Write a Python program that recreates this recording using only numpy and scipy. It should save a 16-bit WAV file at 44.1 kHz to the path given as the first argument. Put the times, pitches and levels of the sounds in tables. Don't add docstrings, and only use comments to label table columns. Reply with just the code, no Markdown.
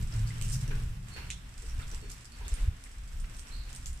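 import sys
import numpy as np
from scipy import signal
from scipy.fft import rfft, irfft
from scipy.io import wavfile
from scipy.ndimage import uniform_filter1d

SR = 44100
rng = np.random.default_rng(int(sys.argv[2]) if len(sys.argv) > 2 else 0)


def materialize(psi):
    bounded = np.clip(np.atleast_2d(psi).T, -1, 1)
    quanta = np.round(bounded * 32767).astype(np.int16)
    wavfile.write(sys.argv[1], SR, quanta)


N = 176400

SHELTER_T60_S, SHELTER_GRAIN_DB, YARD_T60_S = 0.16, 10, 0.39
FAR_WALL_S, FAR_WALL_DB = 0.093, -13
ALIKE_BELOW_HZ, MIC_LAG_S = 430, 0.00018

# frequency_hz, level_db
WASH_SPECTRUM = [(150,-8.5),(250,-2),(350,-11.5),(600,-15),(950,-13),(1500,-11),(2200,-12.5),(2700,-12.5),(3500,-16.5),(4600,-20.5),(5500,-19.5),(6400,-22.5),(7900,-22.5),(10000,-24),(13000,-31),(15500,-37)]
# time_s, level_db
WASH_LEVELS = [(0,-46.5),(.35,-46.5),(.6,-47.5),(.8,-45.5),(1.0,-53.5),(1.15,-46),(1.5,-52),(1.7,-49),(2.1,-48.5),(2.25,-52.5),(2.6,-48.5),(2.8,-49.5),(2.95,-51.5),(3.4,-49),(4,-50)]
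# frequency_hz, level_db
PATTER_SPECTRUM = [(800,-25),(1600,-1),(2800,-9),(3700,-6.5),(5400,1.5),(6500,-4),(7900,6.5),(10000,-8.5),(15000,-26.5)]
# time_s, level_db
PATTER_LEVELS = [(0,-48),(.65,-49.5),(.95,-58),(1.15,-55),(1.48,-56.5),(1.62,-51.5),(2.1,-52.5),(2.3,-55),(2.6,-53),(2.78,-59),(2.88,-54.5),(3.25,-54.5),(3.55,-54.5),(4,-53)]
WASH_DB, WASH_PAN_DB, FLICKER_DB = -5.5, -0.9, 1.5
PATTER_DB, PATTER_PAN_DB, PATTER_WET_DB = -10, -6, 1

# frequency_hz, level_db
RUMBLE_SPECTRUM = [(10,-16.5),(22,0),(35,-2),(55,-3.5),(75,-9),(100,-23),(160,-27.5),(300,-60.5)]
# time_s, level_db
RUMBLE_LEVELS = [(0,-28),(.09,-42),(.24,-34),(.32,-45),(.41,-37.5),(.94,-38.5),(1,-47),(1.25,-45),(1.53,-51),(1.68,-42),(1.85,-38.5),(2.03,-44.5),(2.22,-56.5),(2.47,-42),(2.57,-44),(2.66,-37.5),(2.79,-54.5),(3.08,-45),(3.17,-37),(3.28,-43),(3.47,-51.5),(3.59,-40),(3.76,-50.5),(3.9,-37.5),(4,-55)]
# frequency_hz, level_db
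FLUTTER_SPECTRUM = [(60,-29),(95,-8),(112,0.5),(130,-5),(146,-8.5),(165,-10),(210,-17.5),(250,-34),(400,-36),(800,-63)]
# time_s, level_db
FLUTTER_LEVELS = [(0,-38.5),(.13,-43.5),(.21,-42.5),(.32,-42),(.5,-38.5),(.8,-42),(1,-46),(1.3,-50.5),(1.58,-58.5),(1.85,-53),(2.05,-50),(2.23,-61),(2.5,-60),(2.7,-45.5),(2.83,-67),(3.22,-51.5),(3.4,-62),(4,-56)]
# centre_s, peak_db, half_width_s
AIR_PUFFS = [(1.79,-25.5,0.0038),(2.534,-21,0.0057),(2.632,-18,0.0076),(2.687,-15.5,0.0035)]
RUMBLE_DB, FLUTTER_DB = 4, 1

# time_s, pitch_hz, level_db
HUM_COURSE = [(.12,112.6,-40),(.18,110.7,-26),(.26,111.3,-31),(.33,113.8,-46),(.43,115.2,-46),(.49,116.8,-35.5),(.56,128.5,-30),(.68,128.2,-38.5),(.8,127,-41.5),(0.899,131,-50.5),(1,126,-78)]
HUM_WAVER = 0.026

# start_s, level_db, pitch_hz, fade_s
FAR_PLINKS = [(0.121,-50.5,5230,.02),(.303,-49,2060,0.017),(0.414,-52,2744,0.077),(0.714,-45.5,1540,0.03),(1.325,-52,3500,0.051),(1.685,-58,5700,0.038),(1.796,-53,1330,.04),(1.823,-53,3570,0.027),(2.408,-55,924,0.051),(2.448,-57,3590,0.11),(2.859,-52,2020,0.012)]
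PLINK_WIDTH, PLINK_RISE_S, PLINK_PAN_DB = 0.12, 0.0015, -0.5

# start_s, level_db, pitch_hz, left_minus_right_db
NEAR_DRIPS = [(0.2324, -58, 7400, -5), (0.2731, -35.5, 4700, 2), (0.2795, -54, 5600, -3),
              (0.4134, -29.5, 7830, -10), (0.4237, -29, 8000, -9), (0.4822, -33, 8406, -1),
              (0.4891, -33.5, 7340, -11), (0.4991, -34, 8200, -15), (0.519, -35, 8900, -12),
              (0.6784, -34.5, 5750, -6), (1.0857, -40, 7500, -7), (1.62, -40, 7850, -5),
              (1.697, -42.5, 5660, -13), (1.8781, -41.5, 7830, -5.0), (1.8951, -42, 7840, 0),
              (1.915, -35, 5920, 0), (1.947, -34, 7700, -7), (2.1016, -35, 7200, -11),
              (2.2547, -39, 4960, 2), (2.3214, -43.5, 4430, -7), (2.4811, -27.5, 7700, -5),
              (2.5176, -40, 5300, -10), (2.5399, -31.5, 8700, -8), (2.8394, -35.5, 8280, -1),
              (3.203, -41, 8800, -13), (3.347, -40, 5800, -3), (3.3665, -38, 8300, -4),
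              (3.3947, -34, 8200, -2), (3.4715, -41, 5440, -3), (3.7298, -33.5, 7540, 1),
              (3.7497, -35.5, 8600, -8), (3.761, -33.5, 8100, 0), (3.8591, -28.5, 7080, 2),
              (3.8684, -37, 7400, -12), (3.931, -37, 9000, -3)]
# frequency_hz, level_db
CRACK_SPECTRUM = [(1000,-16),(2700,10.5),(3800,8),(5500,10),(8000,19),(11000,5.5),(15000,-17)]
# frequency_hz, level_db
SNAP_SPECTRUM = [(2000,-28),(5000,-2),(8000,-11),(11000,-15),(15000,-14)]
DRIP_DB, CRACK_FADE_S, SNAP_DB, SNAP_FADE_S = -4.5, 0.0012, -5.5, 0.00032
# start_s, level_db, pitch_hz, left_minus_right_db
HOLLOW_TAPS = [(.414,-33.5,2540,-3),(1.3027,-25,2600,1),(1.3035,-26.5,7200,-1),(1.309,-33.5,3740,-18),(1.313,-29.5,6000,-6.5)]
TAP_LOW_CUT_HZ = 1600

# start_s, level_db, fade_s
SPLATTER_BURSTS = [(.43,-47,0.042),(0.517,-36.5,0.022),(.6,-50.5,0.022),(1.929,-57,0.028),(2.103,-46,0.02),(2.525,-53.5,0.013),(3.375,-54,0.025),(3.751,-53,0.026),(3.862,-50.5,0.023)]
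# frequency_hz, level_db
SPLATTER_SPECTRUM = [(1000,-24),(3500,-16.5),(5600,-4),(6500,-6.5),(8000,-5),(10500,-12),(15000,-22)]
SPLATTER_RISE_S, SPLATTER_DRY_DB, SPLATTER_WET_DB, SPLATTER_PAN_DB = 0.012, -1, -5, -0.5

# start_s, body_db, clatter_db, rise_s, fade_s
FAR_KNOCKS = [(0.675,-47,-55,0.01,0.074),(0.707,-52,-47,0.0048,0.013),(1.161,-58,-43.5,0.0027,0.068),(1.624,-54.5,-64,0.01,0.027),(1.793,-66,-48.5,0.0054,0.026),(1.91,-59,-53.5,0.028,0.019),(2.023,-51,-57,0.0047,0.047),(2.399,-60.5,-56,0.0096,0.042),(2.45,-61,-54,0.015,0.042),(2.519,-54,-55,0.0045,0.013),(3.24,-66,-48,0.0032,0.0082)]
# pitch_hz, width_hz, level_db
BODY_MODES = [(282,87,3),(378.6,13,1),(412,8.7,2.5),(454,10,5),(494,76,-6.5)]
# frequency_hz, level_db
CLATTER_SPECTRUM = [(500,-1.5),(750,-7.5),(940,3.5),(1100,-3),(1350,-0.5),(1680,3),(2300,0),(2650,4.5),(3200,-7),(4500,-7),(8000,-20)]
KNOCK_PAN_DB = -3.5

# start_s, length_s, pitch_hz, glide_hz_per_s, level_db, rasp_share
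BIRD_PEEPS = [(1.102,0.084,4375,1201.5,-52.5,0.032),(2,0.069,4375,-300,-61,0.0041),(2.307,0.06,4470,-700,-62.5,0.008),(3.506,0.048,4340,5995.5,-53,0.034),(3.517,0.12,4130,-1,-58,.09)]
RASP_PER_S, BIRD_DRY_DB, BIRD_WET_DB, BIRD_PAN_DB = 380, -2, 3.5, -8.5

TOP_HZ = 15000


def undb(db):
    return 10 ** (np.asarray(db) / 20)


def unit(x):
    return x / np.sqrt(np.mean(x ** 2))


def curve(rows):
    return undb(np.interp(np.arange(N) / SR, *np.array(rows).T))


def colour(x, points):
    hz, db = np.array(points).T
    bin_hz = np.maximum(np.arange(N + 1) * SR / (2 * N), 1)
    cepstrum = irfft(np.log(undb(np.interp(np.log(bin_hz), np.log(hz), db))))
    cepstrum[1:N] *= 2
    cepstrum[N + 1:] = 0
    return unit(irfft(rfft(x, 2 * N) * np.exp(rfft(cepstrum)))[..., :N])


def band(x, hz, width_hz):
    b, a = signal.iirpeak(hz, hz / (1.55 * width_hz), fs=SR)
    return unit(signal.lfilter(b, a, signal.lfilter(b, a, x)))


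def pan(db):
    return undb(np.array([[db], [-db]]) / 2)


def wide(side):
    mid, spread = rng.standard_normal((2, N))
    return np.array([mid + side * spread, mid - side * spread])


def diffuse(side):
    mid, spread = rng.standard_normal((2, N))
    spread = side * signal.sosfilt(signal.butter(2, ALIKE_BELOW_HZ, "high", fs=SR, output="sos"), spread)
    return np.array([mid + spread, mid - spread])


def walk(per_s):
    hold = int(SR / per_s)
    steps = np.repeat(rng.standard_normal(N // hold + 1), hold)
    return unit(uniform_filter1d(steps, hold)[:N])


def burst(start, rise, fade):
    age = np.arange(N) / SR - start
    return np.clip(age / rise, 0, 1) * np.exp(-np.maximum(age - rise, 0) / fade)


def echoes(x, t60_s=SHELTER_T60_S, grain_db=SHELTER_GRAIN_DB, gap_s=0.0016):
    t = np.arange(SR) / SR
    tail = rng.standard_normal((2, SR))
    tail *= undb(grain_db * np.clip(rng.standard_normal((2, SR)), -2, 2))
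    tail *= (t > gap_s) * np.exp(-np.log(1000) * t / t60_s)
    tail /= np.sqrt(np.sum(tail ** 2, axis=1, keepdims=True))
    return signal.fftconvolve(x, tail, axes=1)[:, :N]


def droplets(per_s, spread_db):
    hits = (rng.random(N) < per_s / SR) * rng.choice([-1, 1], N)
    size_db = spread_db * np.clip(rng.standard_normal(N), -2, 2)
    left, right = hits * undb(size_db + 2 * rng.standard_normal((2, N)))
    lag = np.round(MIC_LAG_S * SR * rng.standard_normal(N))
    arrival = np.clip(np.arange(N) + lag, 0, N - 1).astype(int)
    return np.array([left, np.bincount(arrival, right, N)])


def rain():
    wash = colour(diffuse(side=0.98), WASH_SPECTRUM) * curve(WASH_LEVELS) * pan(WASH_PAN_DB)
    wash *= undb(FLICKER_DB * walk(per_s=18))
    patter = colour(droplets(per_s=420, spread_db=9.5), PATTER_SPECTRUM)
    patter *= curve(PATTER_LEVELS) * pan(PATTER_PAN_DB)
    return undb(WASH_DB) * wash + undb(PATTER_DB) * (patter + undb(PATTER_WET_DB) * echoes(patter))


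def wind():
    rumble = colour(wide(0.095), RUMBLE_SPECTRUM) * curve(RUMBLE_LEVELS)
    flutter = colour(wide(0.14), FLUTTER_SPECTRUM) * curve(FLUTTER_LEVELS)
    out = undb(RUMBLE_DB) * rumble + undb(FLUTTER_DB) * flutter
    for centre, db, half_width in AIR_PUFFS:
        offset = (np.arange(N) / SR - centre) / half_width
        out += undb(db) * (1 - offset ** 2) * np.exp(-offset ** 2 / 2)
    return out


def hum():
    times, hz, db = np.array(HUM_COURSE).T
    pitch = np.interp(np.arange(N) / SR, times, hz) * (1 + HUM_WAVER * walk(per_s=38))
    return curve(np.c_[times, db]) * np.sin(2 * np.pi * np.cumsum(pitch) / SR)


def plinks():
    blur = wide(0.87)
    return pan(PLINK_PAN_DB) * sum(
        undb(db) * burst(start, PLINK_RISE_S, fade) * band(blur, hz, PLINK_WIDTH * hz)
        for start, db, hz, fade in FAR_PLINKS)


def impacts(rows, ring_s, crack_db, wet_db):
    t, out = np.arange(N) / SR, np.zeros((2, N))
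    grit = colour(wide(1), CRACK_SPECTRUM)
    mic_phases = rng.normal(0, 0.98, (len(rows), 2, 1))
    for (start, db, hz, pan_db), phase in zip(rows, mic_phases):
        ring = np.sin(2 * np.pi * hz * (t - start) + phase) * burst(start, 0.00029, ring_s)
        crack = undb(crack_db) * grit * burst(start, 0.0001, CRACK_FADE_S)
        out += undb(db) * pan(pan_db) * (ring + crack)
    return out + undb(wet_db) * echoes(out)


def drips():
    return undb(DRIP_DB) * impacts(NEAR_DRIPS, ring_s=0.00094, crack_db=-3, wet_db=1)


def snaps():
    grit = colour(wide(1), SNAP_SPECTRUM)
    return grit * sum(undb(db + SNAP_DB) * pan(pan_db) * burst(start, 0.0001, SNAP_FADE_S)
                      for start, db, _, pan_db in NEAR_DRIPS)


def taps():
    hits = impacts(HOLLOW_TAPS, ring_s=0.00055, crack_db=-12, wet_db=-1.5)
    return signal.sosfilt(signal.butter(4, TAP_LOW_CUT_HZ, "high", fs=SR, output="sos"), hits)


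def splatters():
    spray = colour(droplets(per_s=1800, spread_db=1.8), SPLATTER_SPECTRUM)
    spray *= sum(undb(db) * burst(start, SPLATTER_RISE_S, fade) for start, db, fade in SPLATTER_BURSTS)
    return pan(SPLATTER_PAN_DB) * (undb(SPLATTER_DRY_DB) * spray + undb(SPLATTER_WET_DB) * echoes(spray))


def knocks():
    body = unit(sum(undb(db) * band(diffuse(0.82), hz, width) for hz, width, db in BODY_MODES))
    clatter = colour(wide(1), CLATTER_SPECTRUM)
    return pan(KNOCK_PAN_DB) * sum(
        burst(start, rise, fade) * (undb(body_db) * body + undb(clatter_db) * clatter)
        for start, body_db, clatter_db, rise, fade in FAR_KNOCKS)


def bird():
    t, song = np.arange(N) / SR, np.zeros(N)
    for start, length, hz, glide, db, rasp in BIRD_PEEPS:
        age = np.clip(t - start, 0, length)
        pitch = (hz + glide * (age - length / 2)) * (1 + rasp * walk(RASP_PER_S))
        song += undb(db) * np.sin(np.pi * age / length) * np.sin(2 * np.pi * np.cumsum(pitch) / SR)
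    wall_echo = undb(FAR_WALL_DB) * np.interp(t - FAR_WALL_S, t, song)
    song = (song + wall_echo) * pan(BIRD_PAN_DB)
    return undb(BIRD_DRY_DB) * song + undb(BIRD_WET_DB) * echoes(song, YARD_T60_S, grain_db=1)


def scene():
    water = rain() + drips() + snaps() + taps() + plinks() + splatters()
    return water + knocks() + bird() + hum() + wind()


def record(dry):
    return signal.sosfilt(signal.ellip(8, .2, 70, TOP_HZ, fs=SR, output="sos"), dry)


dry = scene()
out = record(dry)
materialize(out)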